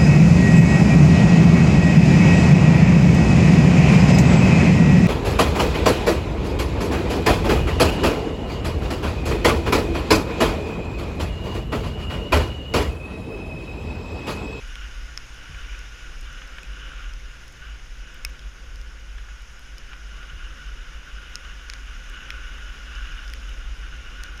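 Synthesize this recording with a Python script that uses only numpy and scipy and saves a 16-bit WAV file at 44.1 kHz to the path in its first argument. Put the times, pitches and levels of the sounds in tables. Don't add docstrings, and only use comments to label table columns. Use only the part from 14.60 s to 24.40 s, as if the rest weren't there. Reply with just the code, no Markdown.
import sys
import numpy as np
from scipy import signal
from scipy.fft import rfft, irfft, next_fast_len
from scipy.io import wavfile
from scipy.ndimage import uniform_filter1d, map_coordinates

SR = 44100
rng = np.random.default_rng(int(sys.argv[2]) if len(sys.argv) > 2 else 0)


def to_wav(sig):
    pcm = np.clip(np.atleast_2d(sig), -1, 1) * 32767
    pcm = np.round(pcm).astype(np.int16)
    wavfile.write(sys.argv[1], SR, pcm.T)


def attenuation_scalar(level_db):
    decades = np.asarray(level_db, float) / 20
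    return 10 ** decades


N = 432180

# pitch_hz, width_hz, level_db
MOUNT_MODES = [
    [(49, 5, 0), (60, 6, -8)],
    [(34, 5, 0)],
]
# centre_s, level_db, length_s
JOLTS = [(0.215, -33, 0.096), (0.437, -37, 0.17), (0.707, -41, 0.082), (1.1, -35.5, 0.3),
         (1.686, -32.5, 0.068), (1.91, -43, 0.21), (2.15, -35, 0.16), (2.463, -34.5, 0.14),
         (2.66, -42.5, 0.18), (3.115, -35, 0.079), (3.323, -40, 0.066), (3.492, -53, 0.055),
         (3.68, -30.5, 0.068), (3.88, -32.5, 0.066), (4.18, -35, 0.2), (4.626, -36.5, 0.41),
         (5.12, -36.5, 0.058), (5.493, -37.5, 0.33), (5.83, -36.5, 0.15), (6.13, -35.5, 0.16),
         (6.372, -36, 0.08), (6.614, -37, 0.18), (6.923, -38.5, 0.13), (7.28, -37.5, 0.32),
         (7.85, -36.5, 0.3), (8.056, -36.5, 0.085), (8.36, -33, 0.22), (8.746, -35, 0.21),
         (9.114, -33, 0.49), (9.75, -37, 0.24)]
# centre_s, level_db, length_s
SWAYS = [(0.086, -35.5, 0.16), (0.373, -37, 0.2), (0.67, -56, 0.081), (1.086, -36.5, 0.14),
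         (1.59, -35, 0.37), (2.13, -38.5, 0.14), (2.504, -33.5, 0.32), (3.13, -49, 0.41),
         (3.36, -35.5, 0.22), (3.65, -53, 0.083), (4.14, -40.5, 0.31), (4.58, -39, 0.14),
         (5.285, -46, 0.35), (5.576, -41, 0.11), (5.82, -36, 0.17), (6.18, -35.5, 0.19),
         (6.55, -40.5, 0.096), (6.97, -42.5, 0.44), (7.306, -40, 0.21), (7.49, -37, 0.1), (7.92, -37, 0.38),
         (8.084, -41, 0.06), (8.484, -34.5, 0.24), (9.0, -33, 0.29), (9.268, -37, 0.11),
         (9.562, -37.5, 0.24)]
CALM_DB = -49, -50.5
# time_s, firing_rate_hz, level_db, upper_order_bark_db
ENGINE_RIDE = [(0, 29.32, -57.5, -2), (1.2, 29.65, -57.5, -5), (2.2, 28.12, -59, -8.5),
               (3.2, 26.54, -58.5, -5), (4.5, 24.52, -62, -4), (5.3, 24.97, -61, -7), (6.2, 26.02, -65, 1),
               (7.3, 27.35, -66.5, 2.5), (8, 27.68, -66, 6), (9.8, 28.57, -58.5, -3.5)]
# multiple, level_db
FIRING_ORDERS = [(3, -0.5), (4, 0), (5, -15.5), (6, -12), (7, -13), (8, -7.5), (9, -5), (10, -7),
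                 (11, -11.5), (12, -14)]
# time_s, gap_wind_db, tyre_spray_db
RIDE = [(0.0, -48, -52.0), (0.58, -50.5, -53.5), (0.98, -48, -52.5), (1.38, -49.5, -53.5),
        (2.37, -44, -54.5), (2.72, -50, -55), (3.18, -53.5, -56.0), (3.48, -49, -55.5),
        (4.08, -53.5, -56.5), (5.37, -51.5, -56.0), (5.58, -48, -55.5), (6.18, -47, -55.5),
        (7.42, -47, -54), (7.66, -44, -54.5), (8.6, -46.5, -53.5), (8.78, -46.5, -54.0),
        (9.8, -45.5, -55.5)]
# centre_s, change_db, length_s
PUFFS = [(0.078, -3, .06), (0.234, 7, 0.085), (.37, 1.5, 0.046), (.68, -2, .13), (1.13, 2, 0.092),
         (1.463, 3, 0.074), (1.595, -7.5, 0.074), (1.694, 4, 0.1), (1.89, -3, .1), (2.037, -5, 0.1),
         (2.36, -0.5, 0.074), (2.593, -7.5, 0.085), (2.907, -6, 0.12), (3.05, 8, 0.14), (3.31, -3, 0.1),
         (4.95, -2, 0.18), (5.327, 2, .08), (5.625, 3, 0.045), (5.695, 4, .04), (5.854, 3.5, 0.098),
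         (6.41, -3.5, 0.065), (7.196, -2, 0.08), (7.575, 1.8, 0.17), (8.38, 4, 0.25), (8.569, 3.5, 0.1),
         (8.778, -4, .1), (9.167, -3, 0.22), (9.248, 4.5, 0.067), (9.652, 1.5, 0.066)]
# pitch_hz, density_db (per Hz)
RUMBLE_SPECTRUM = [(35, -35), (60, -3.5), (72, -16), (76, -18.5), (377, -26.5), (524, -31), (621, -32.5),
                   (1100, -33), (1430, -66), (2420, -120)]
# pitch_hz, width_hz, level_db
FRAME_MODES = [(141, 3.9, 7), (526, 22.6, 7.5)]
# pitch_hz, width_hz, level_db
GAP_MODES = [(1122, 86, -10), (1444, 129, 3), (1597, 430, -7.5)]
# pitch_hz, width_hz, level_db
OVERTONE_MODES = [(2400, 790, -6.5), (2919, 195, 3), (3580, 400, -10)]
# centre_s, extra_db, length_s
GRAVEL = [
    (1.03, 3, 0.39),
    (5.33, 6, .08),
    (8.45, 3.5, 0.31),
]
# pitch_hz, density_db (per Hz)
HISS_SPECTRUM = [(600, -17), (1000, -13.5), (1700, -7), (2500, -8.5), (3600, -13.5), (4300, -19.5),
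                 (5000, -14.5), (6800, -14.5), (7600, -30.5), (11000, -33), (13300, -35), (14000, -40),
                 (15250, -39), (15400, -90)]
# pitch_hz, width_hz, level_db
PORT_MODES = [(5210, 84, -3.5), (8430, 320, -5), (9500, 220, -1), (10210, 180, 5.5)]
# start_s, peak_db, dull_db, bright_db
TICKS = [(0.0744, -46, -8, -17), (0.154, -36, 9.5, -23), (0.7431, -53, 0, -9), (1.1901, -35.5, -13, -21),
         (1.6101, -46, 0, -7), (1.727, -43, -11, -17), (1.875, -39, -9, -24), (1.982, -46, 11, -23),
         (2.13, -51, 3, -20), (2.535, -35, -12, -28), (2.8793, -40, -17, -18), (2.9237, -48, -8, -12),
         (3.543, -49.5, 0, -6), (3.792, -39, 3, -25), (4.157, -37, -10, -22), (4.2129, -37.5, -8, -23),
         (4.82, -48, -7, -13), (4.9925, -48, 2, -12), (7.496, -50, -3, -5), (8.3516, -35, -18, -38),
         (8.5199, -39, -12, -30), (8.6777, -33, 0, -32), (8.698, -35, -2, -26), (8.892, -43, 0, -16)]
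# start_s, peak_db, dull_db, bright_db, dull_note_hz
FACE_HITS = [
    (0.5739, -18.5, -5.5, -32, 2090),
    (2.031, -43, 3, -11, 3900),
    (3.6481, -16, -4.5, -18, 3000),
    (5.181, -30.5, -8, -26, 2450),
    (7.7031, -27.5, 9, -26, 2950),
    (9.7756, -39, -10, -20, 1930),
]
# start_s, peak_db, dull_db, bright_db, dull_note_hz
RIM_HITS = [
    (6.7542, -20, -9, -28, 2900),
    (7.098, -23, -0.5, -26.5, 1470),
    (7.1348, -28, 1.5, -25, 2400),
    (8.7349, -29.5, 3.5, -18, 1900),
    (9.6349, -27, -5, -17.5, 2400),
]
# pitch_hz, width_hz, level_db
SHELL_DULL = [(1450, 450, -5.5), (2450, 800, 0), (3370, 370, 0.5)]
# pitch_hz, width_hz, level_db
SHELL_MID = [(4400, 750, -13), (5830, 1600, -6), (6700, 510, -7)]
# pitch_hz, width_hz, level_db
SHELL_BRIGHT = [(8300, 910, 2.5), (10000, 420, 1.5), (11900, 1400, 1), (13000, 2400, -6), (14600, 1500, -8)]
# pitch_hz, width_hz, level_db
FACE_NOTE = [(5240, 330, 4.3)]
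# pitch_hz, width_hz, level_db
RIM_NOTE = [(5330, 600, -2), (6470, 710, -3)]
# start_s, peak_db
KNOCKS = [(0.156, -39), (0.946, -33), (1.045, -34), (1.1278, -32), (1.8162, -31), (1.982, -26.5),
          (4.58, -34), (4.684, -34.5), (5.331, -29), (5.628, -35), (5.842, -35), (6.8472, -30.5),
          (8.319, -36)]
# start_s, peak_db
POTHOLES = [
    (0.896, -34.5),
    (1.701, -46),
    (5.717, -41),
    (8.5, -44.5),
]
# start_s, level_db, pitch_hz
PINGS = [
    (.947, -34, 2350),
    (1.096, -35, 2350),
    (1.1495, -33, 2450),
    (1.965, -38, 2250),
    (2.0322, -31, 2550),
]
# start_s, then a list of pitch_hz, level_db, t60_s
STONE = (3.6492, [(2240, -28.5, 0.045), (2520, -28, 0.029), (2920, -38, 0.023)])


def unit(x):
    return x / np.sqrt(np.mean(x ** 2) + 1e-20)


def curves(rows):
    s, *cols = np.transpose(rows)
    return [np.interp(np.arange(N) / SR, s, c) for c in cols]


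def swells(rows, heights):
    t = np.arange(0, N + 100, 100) / SR
    s, _, length = np.transpose(rows)[:, :, None]
    bells = np.exp(-(2 * (t - s) / length) ** 2)
    return np.interp(np.arange(N) / SR, t, heights @ bells)


def wobble(rate):
    knots = rng.standard_normal(int(N * rate / SR) + 4)
    return map_coordinates(knots, [np.arange(N) * rate / SR])


def filtered(x, response):
    m = next_fast_len(N + SR // 2)
    return irfft(rfft(x, m) * response(np.fft.rfftfreq(m, 1 / SR)), m)[:N]


def colour(points):
    hz, db = np.transpose(points)
    return lambda f: attenuation_scalar(np.interp(np.log(f + 1), np.log(hz + 1), db))


def resonances(modes):
    def response(f):
        total = 0
        for k, (c, w, db) in enumerate(modes):
            total = total + (-1) ** k * attenuation_scalar(db) * 1j * f * w / (c * c - f * f + 1j * f * w)
        return total
    return response


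def lifted(points, modes):
    return lambda f: colour(points)(f) * (1 + np.abs(resonances(modes)(f)))


def turbulence(patchy_db, top_db=0):
    z = signal.stft(rng.standard_normal(N), nperseg=512)[2]
    field = uniform_filter1d(uniform_filter1d(rng.standard_normal(z.shape), 7, 0), 6, 1)
    depth_db = patchy_db + top_db * np.clip(np.linspace(-2, 2, len(z)), 0, 1)[:, None]
    return signal.istft(z * attenuation_scalar(depth_db * unit(field)), nperseg=512)[1][:N]


def clicks(count, spread_db):
    when, size = rng.random((count, 2)).T
    heights = attenuation_scalar(-spread_db * np.log(1 - .97 * size))
    return np.bincount((when * (N - 1)).astype(int), heights, N)


def mount():
    heave = colour([(3, -5.0), (10, -1.0), (22, -1.5), (30, -30), (60, -59)])
    out = attenuation_scalar(-46.5) * unit(filtered(rng.standard_normal(N), heave))
    for modes, rows, calm_db in zip(MOUNT_MODES, (JOLTS, SWAYS), CALM_DB):
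        level = np.sqrt(attenuation_scalar(2 * calm_db) + swells(rows, attenuation_scalar(2 * np.transpose(rows)[1])))
        sway = unit(filtered(rng.standard_normal(N), resonances(modes)))
        power = uniform_filter1d(uniform_filter1d(sway ** 2, size=SR // 12), size=SR // 12)
        out = out + attenuation_scalar(1.0) * level * sway / np.sqrt(np.abs(power) + 0.019)
    return filtered(out, lambda f: 1 / (1 + (f / 66) ** 12))


def engine():
    rate_hz, level_db, bark_db = curves(ENGINE_RIDE)
    turn = 2 * np.pi * np.cumsum(rate_hz * (1 + .004 * wobble(6))) / SR
    tones = 0
    for k, db in FIRING_ORDERS:
        order_db = db + bark_db * (k > 6.5) + 3 * wobble(3.5)
        tones = tones + attenuation_scalar(order_db) * np.sin(round(k) * turn + k * k)
    return attenuation_scalar(level_db) * tones


def wind_rumble(wind_db):
    follows = 0.33
    level_db = -52 + follows * (wind_db - wind_db.mean()) + 0.92 * wobble(3.14)
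    return attenuation_scalar(level_db) * unit(filtered(turbulence(patchy_db=0.06), lifted(RUMBLE_SPECTRUM, FRAME_MODES)))


def gap_whistle(wind_db, hiss_db, flutter):
    whistle_db = wind_db + swells(PUFFS, np.transpose(PUFFS)[1]) + 0.54 * wobble(16)
    overtone_db = -1.5 - 0.12 * (whistle_db - wind_db) + 0.56 * (hiss_db - hiss_db.mean())
    eddies = attenuation_scalar(0.19 * flutter + 0.93 * wobble(50)) * unit(turbulence(patchy_db=1.0))
    grit = attenuation_scalar(swells(GRAVEL, np.transpose(GRAVEL)[1])) * unit(clicks(count=4000, spread_db=2.5))
    eddies = eddies + 0.58 * grit

    def low_band(f):
        return resonances(GAP_MODES)(f) * f ** 2 / (f ** 2 + 900 ** 2) / (1 + (f / 2400) ** 6)

    def high_band(f):
        return resonances(OVERTONE_MODES)(f) * f ** 2 / (f ** 2 + 1800 ** 2) / (1 + (f / 4100) ** 8)

    low = unit(filtered(eddies, low_band))
    high = unit(filtered(eddies, high_band))
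    return attenuation_scalar(whistle_db - 0.9) * (low + attenuation_scalar(overtone_db - 1.0) * high)


def shell_hiss(hiss_db, flutter):
    noise = attenuation_scalar(0.26 * flutter) * turbulence(patchy_db=1.2, top_db=3.5)
    return attenuation_scalar(hiss_db + 5.0) * unit(filtered(noise, lifted(HISS_SPECTRUM, PORT_MODES)))


def airflow():
    wind_db, hiss_db = curves(RIDE)
    flutter = wobble(22)
    return wind_rumble(wind_db) + gap_whistle(wind_db, hiss_db, flutter) + shell_hiss(hiss_db, flutter)


def spray():
    mist_modes = [(5300, 1500, 0), (9500, 3000, -6), (13000, 3000, -5)]  # Hz, width Hz, dB
    return attenuation_scalar(-52) * filtered(clicks(count=160, spread_db=3.0), resonances(mist_modes))


def shell_hits():
    out, t = np.zeros(N + SR), np.arange(2048) / SR
    f = np.fft.rfftfreq(len(t), 1 / SR)
    light = [(*row, 2800) for row in TICKS]
    blows = [(*row, FACE_NOTE) for row in FACE_HITS + light]
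    blows += [(*row, RIM_NOTE) for row in RIM_HITS]
    bright = resonances(SHELL_BRIGHT)(f)
    for s, db, dull_db, bright_db, dull_hz, note in blows:
        crack = rfft(.12 * rng.standard_normal(len(t)) * attenuation_scalar(-60 * t / .004) + (t == 0))
        dull = resonances(sorted(SHELL_DULL + [(dull_hz, 420, 3)]))(f)
        dull = dull / (1 + 1j * f / 4000) ** 2 * (1j * f / (1j * f + 800)) ** 3
        mid = resonances(sorted(note + SHELL_MID))(f) / (1 + 1j * f / 7000) ** 2
        start = round((s + .0013) * SR)
        for shape, part_db in (dull, dull_db + 1.6), (mid, .7), (bright, bright_db + 16.0):
            part = irfft(crack * shape)
            out[start:][:len(t)] += attenuation_scalar(db + part_db) * part / np.abs(part).max()
    return out[:N]


def soft_contacts():
    out, t = np.zeros(N + SR), np.arange(2048) / SR
    for s, db in KNOCKS:
        crunch = attenuation_scalar(db + 10.5 - 60 * t / 0.036) * (1 - np.exp(-t / 0.00069))
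        out[round(s * SR):][:len(t)] += crunch * rng.standard_normal(len(t))
    ring = resonances([(1500, 500, 0), (2200, 700, -2), (3000, 700, -3)])
    return filtered(out[:N], lambda f: ring(f) / (1 + 1j * f / 4500) ** 2)


def potholes():
    out, t = np.zeros(N + SR), np.arange(SR // 4) / SR
    push = attenuation_scalar(-60 * t / 0.3) * np.sin(2 * np.pi * 85 * t)
    push = push + .5 * attenuation_scalar(-60 * t / 0.34) * np.sin(2 * np.pi * 142 * t)
    push = push * (1 - np.exp(-t / 0.00065))
    for s, db in POTHOLES:
        out[round(s * SR):][:len(t)] += attenuation_scalar(db) * push
    return out[:N]


def decaying_tones(rows):
    out, t = np.zeros(N + SR), np.arange(2048) / SR
    for s, db, hz, t60 in rows:
        out[round(s * SR):][:len(t)] += attenuation_scalar(db - 60 * t / t60) * np.sin(2 * np.pi * hz * t)
    return out[:N]


def screen_grit():
    return decaying_tones([(s, db, hz, 0.02) for s, db, hz in PINGS])


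def ringing_stone():
    start_s, modes = STONE
    return decaying_tones([(start_s, db, hz, t60) for hz, db, t60 in modes])


def scene():
    steady = mount() + engine() + airflow() + spray()
    impacts = shell_hits() + soft_contacts() + potholes() + screen_grit() + ringing_stone()
    return (steady + impacts)[None]


def band_limit(x):
    return signal.sosfilt(signal.butter(12, 16640, fs=SR, output="sos"), x)


def record(dry):
    kept = filtered(dry[0], colour([(15300, 0), (15500, -10), (16400, -14), (16700, -80)]))
    return band_limit(kept[None])


dry = scene()
out = record(dry)
to_wav(out)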